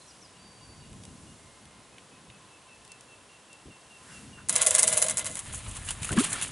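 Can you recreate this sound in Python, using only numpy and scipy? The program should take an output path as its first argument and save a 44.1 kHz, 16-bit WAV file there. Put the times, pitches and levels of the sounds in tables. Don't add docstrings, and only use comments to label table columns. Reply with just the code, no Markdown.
import sys
import numpy as np
from scipy import signal
from scipy.fft import rfft, irfft, next_fast_len
from scipy.io import wavfile
from scipy.ndimage import uniform_filter1d

SR = 44100
rng = np.random.default_rng(int(sys.argv[2]) if len(sys.argv) > 2 else 0)


def output_pcm(signal):
    pcm = np.clip(np.atleast_2d(signal).T, -1, 1) * 32767
    wavfile.write(sys.argv[1], SR, np.round(pcm).astype(np.int16))


N = 287223
T = np.arange(N) / SR


def undb(db):
    return 10 ** (np.asarray(db) / 20)


def unit(x):
    return x / np.sqrt(np.mean(x ** 2))


def noise():
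    return rng.standard_normal(N)


def curve(rows, off=-120):
    times, *columns = np.transpose(rows)
    return [np.interp(T, times, column, left=off, right=off) for column in columns]


def colour(x, points):
    hz, db = np.transpose(points)
    size = next_fast_len(N)
    bin_hz = np.arange(size // 2 + 1) * SR / size
    gain = undb(np.interp(np.log(bin_hz + 1), np.log(hz), db))
    return irfft(rfft(x, size) * unit(gain), size)[:N]


def band(x, lo_hz, hi_hz):
    return signal.sosfilt(signal.butter(2, [lo_hz, hi_hz], "band", fs=SR, output="sos"), x)


def ring(x, modes):
    return sum((-1) ** k * undb(db) * signal.lfilter(*signal.iirpeak(hz, hz / width, SR), x)
               for k, (hz, width, db) in enumerate(modes))


def walk(rate):
    hold = int(SR / rate)
    return 0.71 * uniform_filter1d(np.repeat(rng.standard_normal(N // hold + 1), hold), hold)[:N]


def decays(times, db, t60):
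    kicks = np.zeros(N)
    np.add.at(kicks, (np.asarray(times) * SR).astype(int), undb(2 * np.asarray(db)))
    return np.sqrt(signal.lfilter([1], [1, -np.exp(-2 * np.log(1000) / (t60 * SR))], kicks))


def wide(x, side_db):
    side = undb(side_db) * walk(150) * np.roll(band(x, 300, 16000) + 0.5 * band(x, 2200, 9100), 30)
    return np.array([x + side, x - side])


def air():
    # f/Hz, level/dB
    spectrum = [(18, -47), (30, -30), (91, -6), (458, -0.5), (752, -2.5), (1040, -3), (1230, -5),
                (1360, -5), (2410, -8.5), (2660, -6.5), (4940, -11.5), (9890, -10), (11200, -13.5),
                (14600, -47), (22000, -120)]
    # t/s, level/dB
    treble_ride = [(0.0, 3.5), (0.4, -.5), (1.25, 3), (1.7, -.5), (4.4, 0)]
    mid, side = (colour(noise(), spectrum) for _ in range(2))
    flutter = undb(-13 + 2.1 * walk(40)) * unit(band(noise(), 1003, 1058))
    bed = mid + flutter + undb(-12) * side * np.array([[1], [-1]])
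    lift = undb(np.interp(T, *np.transpose(treble_ride))) - 1
    treble = lift * np.array([band(channel, 3800, 17000) for channel in bed])
    return undb(-55.5) * (undb(0.15 * walk(3.56)) * bed + treble)


def wind():
    # t/s, deep level/dB, upper level/dB
    gusts = [(0.0, -61, -70), (0.2, -76, -63), (0.91, -51, -55), (1.09, -57.5, -50), (1.41, -57, -58.5),
             (1.67, -65, -61.5), (2.17, -73, -59.5), (2.66, -71, -69.5), (2.9, -64, -63),
             (3.14, -71.5, -68.5), (3.97, -73, -72), (4.06, -72, -56), (4.21, -62, -53), (4.57, -54, -52),
             (5.3, -54, -50), (5.55, -44.5, -53.5), (6.02, -45, -54), (6.15, -46, -43), (6.25, -61, -46),
             (6.51, -50, -53)]
    deep_db, upper_db = curve(gusts, off=-60)
    buffet_db = -39

    def puff():
        lumps_db = 3.2 * walk(18)
        deep = undb(deep_db + lumps_db + 1.8 * walk(17)) * unit(band(band(noise(), 49, 132), 41, 158))
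        sub = undb(2 * (deep_db - buffet_db) + buffet_db + lumps_db) * unit(band(noise(), 34, 54))
        upper = undb(upper_db + lumps_db + 1.3 * walk(27)) * unit(band(noise(), 95.5, 251))
        return sub + deep + upper
    return puff() * undb([[.4], [-.4]]) + undb(-17) * puff() * np.array([[1], [-1]])


def sing(notes, edge_s, waver, rasp_db, slur=0, slur_s=.008):
    out = np.zeros(N)
    pitch = 1 + waver * walk(400)
    strength = undb(2.1 * walk(60) + rasp_db * walk(500))
    for start, span, from_hz, to_hz, db, fade in notes:
        on = slice(int(start * SR), int((start + span) * SR))
        t = T[on] - start
        bend = slur * (np.exp((t - span) / slur_s) - np.exp(-t / slur_s))
        hz = (from_hz + (to_hz - from_hz) * (t / span + bend)) * pitch[on]
        envelope = np.clip(np.minimum(t, span - t) / edge_s, 0, 1) * undb(db - fade * t)
        out[on] += np.sqrt(2) * envelope * strength[on] * np.sin(2 * np.pi * np.cumsum(hz) / SR)
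    return out


def birds():
    # t/s, length/s, from f/Hz, to f/Hz, level/dB
    chirps = [(.005, 0.029, 4200, 4080, -59), (0.07, 0.041, 5850, 5760, -58), (.088, .02, 5700, 5000, -61),
              (0.098, .026, 4950, 4910, -57), (.205, 0.037, 6250, 5550, -61),
              (0.22, 0.033, 5650, 5050, -59), (0.242, 0.028, 4960, 4870, -58)]
    pipes = [(.105, .05, 2900, 2790, -67), (.335, .055, 2850, 2810, -65), (.575, .075, 2880, 2850, -68),
             (.805, .075, 2880, 2815, -64), (1.045, .07, 2870, 2800, -66), (1.265, 0.067, 2865, 2840, -66),
             (1.925, .058, 2550, 2550, -64), (2.108, .075, 2570, 2555, -64), (2.305, .07, 2600, 2580, -63),
             (2.502, .08, 2670, 2620, -60.5), (2.68, 0.098, 2675, 2620, -59.5),
             (2.883, 0.08, 2706, 2657, -58), (3.076, 0.083, 2700, 2660, -59),
             (3.285, 0.091, 2760, 2706, -60.5), (3.49, .08, 2736, 2666, -58),
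             (3.699, 0.077, 2750, 2686, -58.5), (3.898, .09, 2770, 2690, -57),
             (4.107, 0.09, 2780, 2690, -57), (4.318, .095, 2850, 2700, -57.5)]
    # t/s, length/s, from f/Hz, to f/Hz, level/dB, fade/(dB/s)
    whistles = [(.375, 0.31, 4645, 4620, -62.5, -11), (.62, 0.275, 4600, 4620, -65, 0),
                (1.37, 0.64, 2130, 2098, -70.5, 8)]
    song = sing([row + (0,) for row in pipes], edge_s=0.013, waver=0.0062, rasp_db=1.8, slur=1.5)
    song += sing(whistles, edge_s=0.029, waver=0.0046, rasp_db=1.5)
    song += sing([row + (0,) for row in chirps], edge_s=0.0075, waver=.015, rasp_db=5)
    t = T[:SR // 2]
    trees = rng.standard_normal(len(t)) * undb(-60 * t / .5) * (t > .02)
    return song + undb(-7.5) * signal.fftconvolve(song, trees / np.linalg.norm(trees))[:N]


def reeds(t60=.018):
    # t/s, level/dB, body against tick/dB
    ticks = [(0.9297, -47, -9), (1.036, -43.5, -8), (1.052, -42, -16), (1.6544, -49, -6),
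             (1.9828, -49.5, 4), (2.3006, -56, 6), (2.85, -45, -21), (2.877, -48, -14),
             (2.9179, -38.5, -14), (3.0083, -44.5, -17), (3.5298, -43.5, -19)]
    times, db, body_db = np.transpose(ticks)
    snap = decays(times, db, t60) * np.sign(noise())
    body = decays(times, db + body_db, 2 * t60) * unit(band(noise(), 2140, 3600))
    return 1.54 * band(snap, 4000, 15000) + body


def knocks():
    # t/s, level/dB, top f/Hz, t60/s
    blows = [(2.28, -52, 200, 0.2), (3.657, -45.5, 324, 0.22), (3.681, -44, 390, 0.13),
             (6.018, -35, 146, 0.088), (6.107, -33, 700, 0.15), (6.121, -29, 487, 0.13),
             (6.174, -27, 2780, 0.046)]
    out = np.zeros(N)
    for start, db, top_hz, t60 in blows:
        envelope = uniform_filter1d(decays([start], [db], t60), size=200)
        thud = unit(band(band(noise(), 78, top_hz), 60, top_hz))
        bass = 0.75 * unit(band(noise(), 56, 174))
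        out += envelope * (thud + bass)
    return out


def swish(peak_s=4.145, peak_db=-49, flick_width=0.23):
    # peak t/s, f/Hz, level/dB, slope either side/(dB/s)
    flicks = [(4.11, 1550, -53, 200), (4.18, 1600, -58, 300), (4.387, 1460, -50, 900),
              (4.407, 1300, -52, 700)]
    swell_db = np.where(T < peak_s, 62 * (T - peak_s), 46 * (peak_s - T))
    rush = unit(band(noise(), 5400, 18000)) + 0.42 * unit(band(noise(), 900, 3900))
    out = undb(peak_db + swell_db) * rush
    for time, hz, db, slope in flicks:
        whip = unit(band(noise(), hz * (1 - flick_width), hz * (1 + flick_width)))
        out += undb(db - slope * np.abs(T - time)) * whip
    return out


def reel(splash_s=5.35, slap_s=5.75, small_clicks_per_s=70, slack_loss=0.57):
    # t/s, crack level/dB, rattle against crack/dB
    clicks = [(4.4867, -22, -9), (4.495, -7, -11.5), (4.5262, -22, -5), (4.5563, -11.5, -18),
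              (4.5617, -6, -12), (4.5815, -23, -6), (4.5971, -35, -16), (4.6126, -19, -3),
              (4.6176, -8, -13), (4.625, -12.5, -9.5), (4.664, -9.5, -11.5), (4.6685, -6.5, -8),
              (4.6993, -29, -16), (4.7084, -9.5, -12.5), (4.7435, -23, -2), (4.7507, -4.5, -16),
              (4.7586, -17, -2), (4.7828, -12, -9), (4.7882, -10, -14), (4.793, -9.5, -5),
              (4.8248, -17, -4), (4.8307, -3.5, -19), (4.837, -9.5, -9), (4.874, -14, -23),
              (4.878, -9.5, -6.5), (4.917, -23, -11), (4.927, -13.5, -4.5), (4.9704, -18, -7),
              (4.9755, -9, -13), (4.9822, -18, -7.5), (5.0182, -12.5, -10), (5.0239, -6, -11),
              (5.042, -18, -10), (5.0648, -25, -4), (5.084, -13.5, -12), (5.0966, -21.5, -3),
              (5.1087, -19.5, -6.5), (5.1712, -14, -8), (5.1805, -15.5, -19), (5.1864, -18, -12.5),
              (5.194, -18.5, -10.5), (5.2452, -24, -14), (5.258, -26.5, -8), (5.2647, -18.5, -9.5),
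              (5.2727, -25, -14), (5.3544, -26.5, -8), (5.37, -30.5, -0.5), (5.3914, -28, -2),
              (5.527, -32, -4.5), (5.536, -32, -8), (5.5454, -28, -8), (5.712, -37, -4.5), (5.767, -35, -2),
              (5.8877, -28.5, -2), (5.9067, -21, -8), (6.0215, -33.5, -7), (6.0303, -27, -5),
              (6.0459, -25, -7), (6.091, -27.5, -12), (6.118, -26.5, -4.5), (6.1273, -28, -2.5),
              (6.186, -24.5, -4.5), (6.1953, -22, -6.5), (6.201, -25.5, -1), (6.239, -29, 2.5),
              (6.244, -27, 1.5), (6.321, -36, -6), (6.3282, -25, 0), (6.4132, -29.5, -1),
              (6.423, -23.5, -4.5), (6.4306, -27.5, -0.5)]
    # t/s, hiss level/dB, lower rattle level/dB
    line_run = [(4.49, -63, -45.5), (4.55, -36.5, -38.5), (4.71, -34.5, -39), (4.81, -34, -40),
                (5.03, -33.5, -38), (5.15, -45.5, -48.5), (5.21, -42, -42), (5.24, -54, -51.5),
                (5.26, -40, -48), (5.34, -46.5, -49), (5.51, -50.5, -46), (5.55, -42, -44.5),
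                (5.6, -50.5, -49.5), (6.01, -47.5, -46), (6.12, -42.5, -38.5), (6.15, -58, -47),
                (6.17, -40.5, -38.5), (6.25, -37.5, -37), (6.34, -43.5, -39), (6.51, -46.5, -44.5)]
    # f/Hz, level/dB
    click_eq = [(2350, -100), (4000, -15.5), (5340, -12.5), (6940, -1.5), (8990, -1.5), (9840, 2.5),
                (10600, 0.5), (11200, -8), (14600, -4), (22000, -120)]
    # f/Hz, width/Hz, level/dB
    body_modes = [(493.5, 33, -8.5), (530, 18, -6.5), (630, 51, -4), (1070, 250, -1.5), (1416, 60, 1.5),
                  (1670, 100, -1.5), (2047, 74, 6.5), (3050, 1850, -4), (4130, 170, -4)]
    slack_modes = [(8870, 280, 3), (6950, 270, -21)]
    # t/s, level/dB
    hum_ride = [(4.49, -58), (4.55, -37.5), (4.63, -38), (4.67, -29.5), (4.72, -36.5), (4.9, -37),
                (5.03, -31.5), (5.15, -47.5), (5.26, -40), (5.33, -54), (6.01, -66), (6.14, -43),
                (6.25, -55), (6.51, -62)]
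    times, crack_db, tail_db = np.transpose(clicks)
    hiss_db, run_db = curve(line_run)
    hum_db, = curve(hum_ride)
    wet = np.clip((T - splash_s) / 0.081, 0, 1)

    when, size = rng.random((int(small_clicks_per_s * N / SR), 2)).T
    small_s = when * N / SR
    small_db = hiss_db[(when * N).astype(int)] + 6 - 4 * np.log(size + 0.055) - 5 * (small_s > splash_s)
    crack = decays(np.r_[times, small_s], np.r_[crack_db, small_db], t60=.007) * np.sign(noise())
    rattle_envelope = uniform_filter1d(decays(times, crack_db + tail_db, t60=.065), size=100)
    rattle = rattle_envelope * unit(undb(3 * walk(600)) * noise())
    hiss = undb(hiss_db + 4.8 * walk(67)) * unit(undb(2.6 * walk(500)) * noise())
    sizzle = 0.69 * wet * ring(hiss + rattle, slack_modes)
    bright = colour(crack + rattle + hiss + sizzle, click_eq)
    bright -= slack_loss * wet * band(bright, 3400, 6400)
    bite = undb(-17) * (1 - wet) * band(crack, 1200, 5000)

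    body = np.sqrt(1 - wet) * unit(ring(noise(), body_modes[3:])) + np.sqrt(wet) * splash()
    ring_db = -22.5 + 0.71 * crack_db + 0.36 * tail_db + 6 * (times > slap_s)
    mids = body * undb(1.1 * walk(200)) * (decays(times, ring_db, t60=0.049) + undb(run_db + 3 * walk(40)))
    shake = undb(hum_db + 3 * walk(45)) * noise() + undb(-16) * (1 - wet) * (crack + rattle)
    hum = undb(22) * ring(ring(shake, body_modes[:3]), [(596, 510, 0)])
    return bright + bite + mids + hum


def splash():
    # f/Hz, width/Hz, level/dB
    wash_modes = [(1110, 400, -4), (1800, 400, -3), (2850, 1400, -1.5), (4130, 750, -18)]
    wash = sum(undb(4 * walk(14)) * ring(noise(), [mode]) for mode in wash_modes)
    return undb(-7.5) * spray() + undb(-3) * unit(wash)


def spray(count=2500, drop_samples=400):
    when, pitch, size = rng.random((count, 3)).T
    t = T[:drop_samples]
    hz = 950 * 4.5 ** pitch[:, None]
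    envelope = undb(-3 * np.log(size[:, None] + 0.0013) - 15 * hz * t)
    drops = envelope * np.sin(2 * np.pi * hz * t * (1 + 8 * t))
    out = np.zeros(N + drop_samples)
    np.add.at(out, (when * N).astype(int)[:, None] + np.arange(drop_samples), drops)
    return unit(out[:N])


def bubbles():
    # t/s, f/Hz, relative glide/(1/s), level/dB, t60/s
    plops = [(5.888, 2850, 5, -28, 0.032), (6.046, 2570, 4, -32.5, .03), (6.091, 1330, 8, -19.5, 0.016),
             (6.107, 1500, 4, -26, 0.031), (6.141, 192, 2.2, -33, 0.17), (6.166, 319, 1.8, -14, 0.042),
             (6.176, 190, 16, -7.5, 0.12), (6.178, 1605, 4.5, -16.5, 0.02), (6.183, 1104, 11, -24.5, 0.11),
             (6.206, 345, 11.8, -19, 0.058), (6.282, 1110, 6, -33, .03), (6.292, 1090, 6, -34, 0.027),
             (6.319, 1440, 6.6, -37, .03), (6.329, 4060, 4, -35, .03), (6.355, 1350, 6.9, -28.5, .04),
             (6.424, 2580, 4.4, -29, 0.024)]
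    out, wobble = np.zeros(N), walk(250)
    for start, hz, glide, db, t60 in plops:
        t = np.clip(T - start, 0, t60)
        attack = 1 - np.exp(-t * hz / 0.9)
        burst_gate = np.clip((0.4 * t60 - t) / (0.12 * t60), 0, 1)
        shaky = min(hz / 1000, 1) * wobble
        tone = np.sin(2 * np.pi * hz * t * (1 + glide * t / 2) + .4 * shaky)
        out += undb(db - 60 * t / t60 + 1.5 * shaky) * attack * burst_gate * tone
    return out


def scene():
    tackle = wide(reel() + swish(), side_db=-13.5)
    bank = wide(bubbles() + knocks(), side_db=-13) * undb([[.7], [-.7]])
    return tackle + bank + wide(reeds(), side_db=-5.5) + wide(birds(), side_db=-13) + air() + wind()


def record(dry):
    return signal.sosfilt(signal.ellip(10, .2, 60, 11050, fs=SR, output="sos"), dry)


dry = scene()
out = record(dry)
output_pcm(out)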